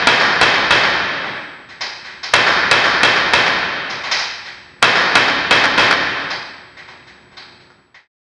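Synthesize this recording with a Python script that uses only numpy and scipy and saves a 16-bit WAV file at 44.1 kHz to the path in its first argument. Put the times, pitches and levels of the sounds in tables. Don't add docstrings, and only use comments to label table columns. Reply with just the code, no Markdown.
import sys
import numpy as np
from scipy import signal
from scipy.fft import rfft, irfft
from scipy.io import wavfile

SR = 44100
rng = np.random.default_rng(int(sys.argv[2]) if len(sys.argv) > 2 else 0)


def wav_record(signal):
    frames = np.transpose(np.atleast_2d(signal))
    bounded = np.clip(frames, -1, 1)
    quanta = np.round(bounded * 32767).astype(np.int16)
    wavfile.write(sys.argv[1], SR, quanta)


N = 366372
LEAD = SR // 2

# start_s, level_db, booth_boom_db, pellet_smack_db
PISTOL_SHOTS = [(-.27, 16.5, -2, -14), (0.0713, 17, -15.5, -7.5), (0.4131, 15, -9, -12.5),
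                (0.707, 9.5, 2, -13.5), (2.3377, 13, -1, -7), (2.7129, 14, 7, -7.5),
                (3.0323, 12, -1, -13.5), (3.3349, 8.5, -1, -15.5), (4.8265, 13.5, -4.5, -7.5),
                (5.1536, 13, 18, -21.5), (5.5094, 9, 17, -14.5), (5.778, 3, 17.5, -12.5)]
# frequency_hz, level_db
BLAST_SPECTRUM = [(30, -34), (65, -10), (100, -8), (170, -2.5), (230, -6.5), (350, -2.5), (480, -2.5),
                  (700, -0.5), (1200, -1.5), (1750, -1), (2500, -2), (3300, -1.5), (5000, -10),
                  (9000, -16.5)]
# pitch_hz, ring_s (time to fall 60 dB), level_db
SLIDE_NOTES = [(666, 0.0051, -14), (1012, 0.046, 1.5), (1408, 0.013, 11.5), (2220, 0.06, -9),
               (2585, 0.016, 10), (3267, 0.046, 2)]
# frequency_hz, level_db
SMACK_SPECTRUM = [(60, -16.5), (280, -4.5), (700, 2), (1700, 11.5), (3000, -4.5), (5000, 2), (9000, -9.5)]
# start_s, level_db, brightness_db_per_octave, ring_hz
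LANE_CLACKS = [(1.807, -17, 0.6, 5200), (2.23, -19.5, 1, 5240), (3.896, -19.5, -1, 5500),
               (4.112, -10.5, 1.5, 5400), (4.184, -16.5, 1.5, 5400), (6.301, -18.5, -1.5, 4880),
               (7.368, -30, -0.7, 4293), (7.943, -25, 0.3, 1900)]
# start_s, level_db, brightness_db_per_octave, ring_hz
LANE_POPS = [(1.234, -21.5, -4.5, 1598), (1.686, -32, 0.5, 1800), (2.044, -28, 0.5, 1746),
             (2.091, -33, -0.5, 1710), (4.033, -19, -0.5, 1100), (4.454, -27.5, 1.5, 1805),
             (6.768, -32, -.5, 1975), (6.877, -34, -1, 916), (7.067, -37.5, 1.5, 1730),
             (7.313, -43.5, -2, 900), (7.599, -46, 0.5, 4400)]
# frequency_hz, level_db
DISTANT_SPECTRUM = [(60, -20), (300, -16.5), (480, -9), (650, -6.5), (930, -6), (1200, -5.5), (1750, 1.5),
                    (2400, -1.5), (4500, -4.5), (5500, -10), (6500, -9.5), (9000, -23)]
# start_s, level_db
HANDLING_TICKS = [(7.7029, -17)]
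# frequency_hz, level_db
AIR_SPECTRUM = [(25, -13), (65, 2.5), (130, 3.5), (330, -1.5), (500, -4.5), (1000, -4.5), (1800, -6),
                (4000, -13.5), (9000, -27.5)]
# pitch_hz, level_db
STEADY_TONES = [(129, -68.5), (242, -64), (360.7, -56.5), (7865, -49)]
# delay_s, level_db
BOOTH_ECHOES = [(.0042, -3), (.0085, -12.5), (0.0156, -2), (0.026, -7.5)]
# frequency_hz, ring_s (time to fall 60 dB)
HALL_RING_TIMES = [(60, 1.1), (250, 1.233), (700, 1.07), (1700, 1.205), (4000, 1.06), (6500, 0.85),
                   (10000, 0.27)]
# frequency_hz, gain_db
MIC_RESPONSE = [(1000, -1), (5200, -3), (6000, -9.5), (7000, -14.5), (8500, -18.5), (9500, -18.5),
                (11000, -36)]
# frequency_hz, width_hz
MIC_DIPS = [(2850, 214), (3450, 150), (7500, 300), (10000, 1000)]


def pistol(hammer_s=0.0048, valve_s=0.0014, slide_back_s=0.004, slide_shut_s=0.02):
    gas, metal, blasts, booms = np.zeros((4, LEAD + N))
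    boom = booth_boom()
    pulse = unit_energy(click(BLAST_SPECTRUM, tilt_db=1.0))
    for s, db, boom_db, _ in PISTOL_SHOTS:
        blast = from_db(db) * pulse
        add(metal, s - hammer_s, from_db(db - 38) * slide_ring())
        add(gas, s - valve_s, from_db(-24) * puff(blast, decay_s=0.0016))
        add(gas, s, puff(blast, decay_s=0.0047))
        add(metal, s + slide_back_s, from_db(db - 1) * slide_ring())
        add(metal, s + slide_shut_s, from_db(db - 9) * slide_ring())
        add(blasts, s, blast)
        add(booms, s, from_db(db + boom_db) * boom)
    barrel = resonate(blasts, hz=1770, q=5.7, db=-6)
    into_hall = from_db(-0.5) * barrel + from_db(-14) * metal
    room = from_db(24) * early_echoes(into_hall, decay_s=0.07) + hall(into_hall, build_s=0.01)
    return from_db(24.5) * booth(gas + metal) + booms + room


def slide_ring(size=4096):
    t = np.arange(size) / SR
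    ring = 0
    for hz, ring_s, db in SLIDE_NOTES:
        envelope = from_db(db + rng.normal(0, 2) - 60 * t / ring_s)
        ring = ring + envelope * np.sin(2 * np.pi * hz * t) * rng.choice([-1, 1])
    return unit_energy(ring)


def booth_boom(pitch_hz=276, ring_s=0.67, q=11.0):
    t = np.arange(2 * SR) / SR
    waves = rng.standard_normal(len(t))
    for _ in range(2):
        waves = signal.lfilter(*signal.iirpeak(pitch_hz, q, fs=SR), waves)
    return unit_energy(waves * 1000 ** (-t / ring_s))


def target(flight_s=0.1258, lag_s_per_db=0.00028, lag_s_per_shot=0.00025):
    smacks, cracks = np.zeros((2, LEAD + N))
    smack = unit_energy(click(SMACK_SPECTRUM, tilt_db=-1.13))
    crack = unit_energy(click(SMACK_SPECTRUM, tilt_db=-1.5))
    loudest_db = max(db for _, db, _, _ in PISTOL_SHOTS)
    for fired, (s, db, _, smack_db) in enumerate(PISTOL_SHOTS):
        arrival_s = s + flight_s + lag_s_per_db * (loudest_db - db) + lag_s_per_shot * fired
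        add(smacks, arrival_s, from_db(db + smack_db) * smack)
        crack_db = 14.5 + 0.55 * db + 0.93 * fired
        add(cracks, arrival_s, from_db(crack_db) * puff(crack, decay_s=0.0041))
    pings = resonate(cracks, hz=3200, q=9.1, db=6)
    return booth(pings) + hall(smacks, build_s=0.0025)


def other_lanes():
    clacks = distant_shots(LANE_CLACKS, decay_s=0.004, ring_db=4.5, knock_db=-0.5)
    pops = distant_shots(LANE_POPS, decay_s=0.02, ring_db=-0.5, knock_db=-10)
    shots = clacks + pops
    early = from_db(31) * early_echoes(shots, decay_s=0.076)
    return early + from_db(-3.5) * hall(shots, build_s=0.0033)


def distant_shots(rows, decay_s, ring_db, knock_db, knock_hz=900, q=5.0):
    track = np.zeros(LEAD + N)
    for s, db, tilt_db, ring_hz in rows:
        pop = puff(click(DISTANT_SPECTRUM, tilt_db), decay_s)
        pop = resonate(pop, knock_hz, q, knock_db)
        pop = resonate(pop, ring_hz, q, ring_db)
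        add(track, s, from_db(db) * unit_energy(pop))
    return track


def handling():
    track = np.zeros(LEAD + N)
    for s, db in HANDLING_TICKS:
        tick = puff(click(SMACK_SPECTRUM, tilt_db=-2), decay_s=0.0023)
        add(track, s, from_db(db) * unit_energy(tick))
    return booth(track) + from_db(-30) * hall(track, build_s=0.0054)


def ventilation(air_db=-47):
    t = np.arange(LEAD + N) / SR
    noise = rng.standard_normal(len(t))
    air = signal.oaconvolve(noise, unit_energy(click(AIR_SPECTRUM)))[:len(t)]
    tones = sum(from_db(db) * np.sqrt(2) * np.sin(2 * np.pi * hz * t) for hz, db in STEADY_TONES)
    return from_db(air_db) * air + tones


def booth(x):
    out = x.copy()
    for delay_s, db in BOOTH_ECHOES:
        lag = round(delay_s * SR)
        out[lag:] += from_db(db) * x[:-lag]
    return out


def early_echoes(x, decay_s):
    t = np.arange(SR // 3) / SR
    echoes = rng.standard_normal(len(t)) * np.exp(-t / decay_s)
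    return signal.oaconvolve(x, unit_energy(echoes))[:len(x)]


def hall(x, build_s):
    t = np.arange(2 * SR) / SR
    hz = np.arange(SR + 1) / 2
    noise_spectrum = rfft(rng.standard_normal(len(t)))
    centres_hz = np.geomspace(60, 12000, 12)
    tail = 0
    for centre_hz, share in zip(centres_hz, np.eye(len(centres_hz))):
        band = irfft(noise_spectrum * np.interp(hz, centres_hz, share))
        tail = tail + band * 1000 ** (-t / at_hz(HALL_RING_TIMES, centre_hz))
    build_up = 1 - np.exp(-t / build_s)
    return signal.oaconvolve(x, tail * build_up)[:len(x)]


def click(spectrum, tilt_db=0, size=4096):
    hz = np.arange(size // 2 + 1) * SR / size
    db = at_hz(spectrum, hz) + tilt_db * np.log2(np.maximum(hz, 300) / 2000)
    cepstrum = irfft(np.log(from_db(db)))
    cepstrum[1:size // 2] *= 2
    cepstrum[size // 2 + 1:] = 0
    return irfft(np.exp(rfft(cepstrum)))


def puff(pulse, decay_s, size=4096):
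    envelope = np.exp(-np.arange(size) / (decay_s * SR))
    noise = rng.standard_normal(size) * envelope
    for _ in range(3):
        flat_spectrum = np.exp(1j * np.angle(rfft(noise)))
        noise = irfft(flat_spectrum) * envelope ** 0.25
    return signal.fftconvolve(unit_energy(noise), pulse)


def resonate(x, hz, q, db):
    return x + from_db(db) * signal.lfilter(*signal.iirpeak(hz, q, fs=SR), x)


def from_db(db):
    return 10 ** (np.asarray(db) / 20)


def unit_energy(x):
    return x / np.sqrt(np.sum(x ** 2) + 1e-20)


def at_hz(table, hz):
    freqs, values = np.transpose(table)
    return np.interp(np.log(np.maximum(hz, 1)), np.log(freqs), values)


def add(track, start_s, sound):
    start = max(LEAD + round(start_s * SR), 0)
    part = sound[:len(track) - start]
    track[start:start + len(part)] += part


def scene():
    return (pistol() + target() + other_lanes() + handling() + ventilation())[None, LEAD:]


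def volume_control(x, threshold_db=-7.5, recovery_db_per_s=27, attack_s=0.0028, sense_s=0.0029):
    sense, attack = np.exp(-1 / (sense_s * SR)), np.exp(-1 / (attack_s * SR))
    power = signal.lfilter([1 - sense], [1, -sense], x ** 2)
    excess_db = np.maximum(10 * np.log10(power + 1e-12) - threshold_db, 0)
    excess_db[0] = 16
    recovery_db = recovery_db_per_s * np.arange(N) / SR
    held_db = np.maximum.accumulate(excess_db + recovery_db) - recovery_db
    cut_db, _ = signal.lfilter([1 - attack], [1, -attack], held_db, zi=[attack * held_db[0]])
    return x * from_db(-cut_db)


def record(dry, ceiling=0.79, low_cut_hz=50, soft_top_hz=9000, steep_top_hz=11200, fade_s=(7.57, 8.08)):
    x = signal.oaconvolve(dry[0], click(MIC_RESPONSE))[:N]
    for hz, width_hz in MIC_DIPS:
        x = signal.lfilter(*signal.iirnotch(hz, hz / width_hz, fs=SR), x)
    x = np.clip(volume_control(x), -ceiling, ceiling)
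    x = signal.sosfilt(signal.butter(2, low_cut_hz, "high", fs=SR, output="sos"), x)
    x = signal.sosfilt(signal.bessel(2, soft_top_hz, norm="mag", fs=SR, output="sos"), x)
    x = x * np.interp(np.arange(N) / SR, fade_s, [1, 0])
    steep_cut = signal.firwin(81, steep_top_hz, window=("kaiser", 8), fs=SR)
    return signal.oaconvolve(x, steep_cut, "same")[None]


dry = scene()
out = record(dry)
wav_record(out)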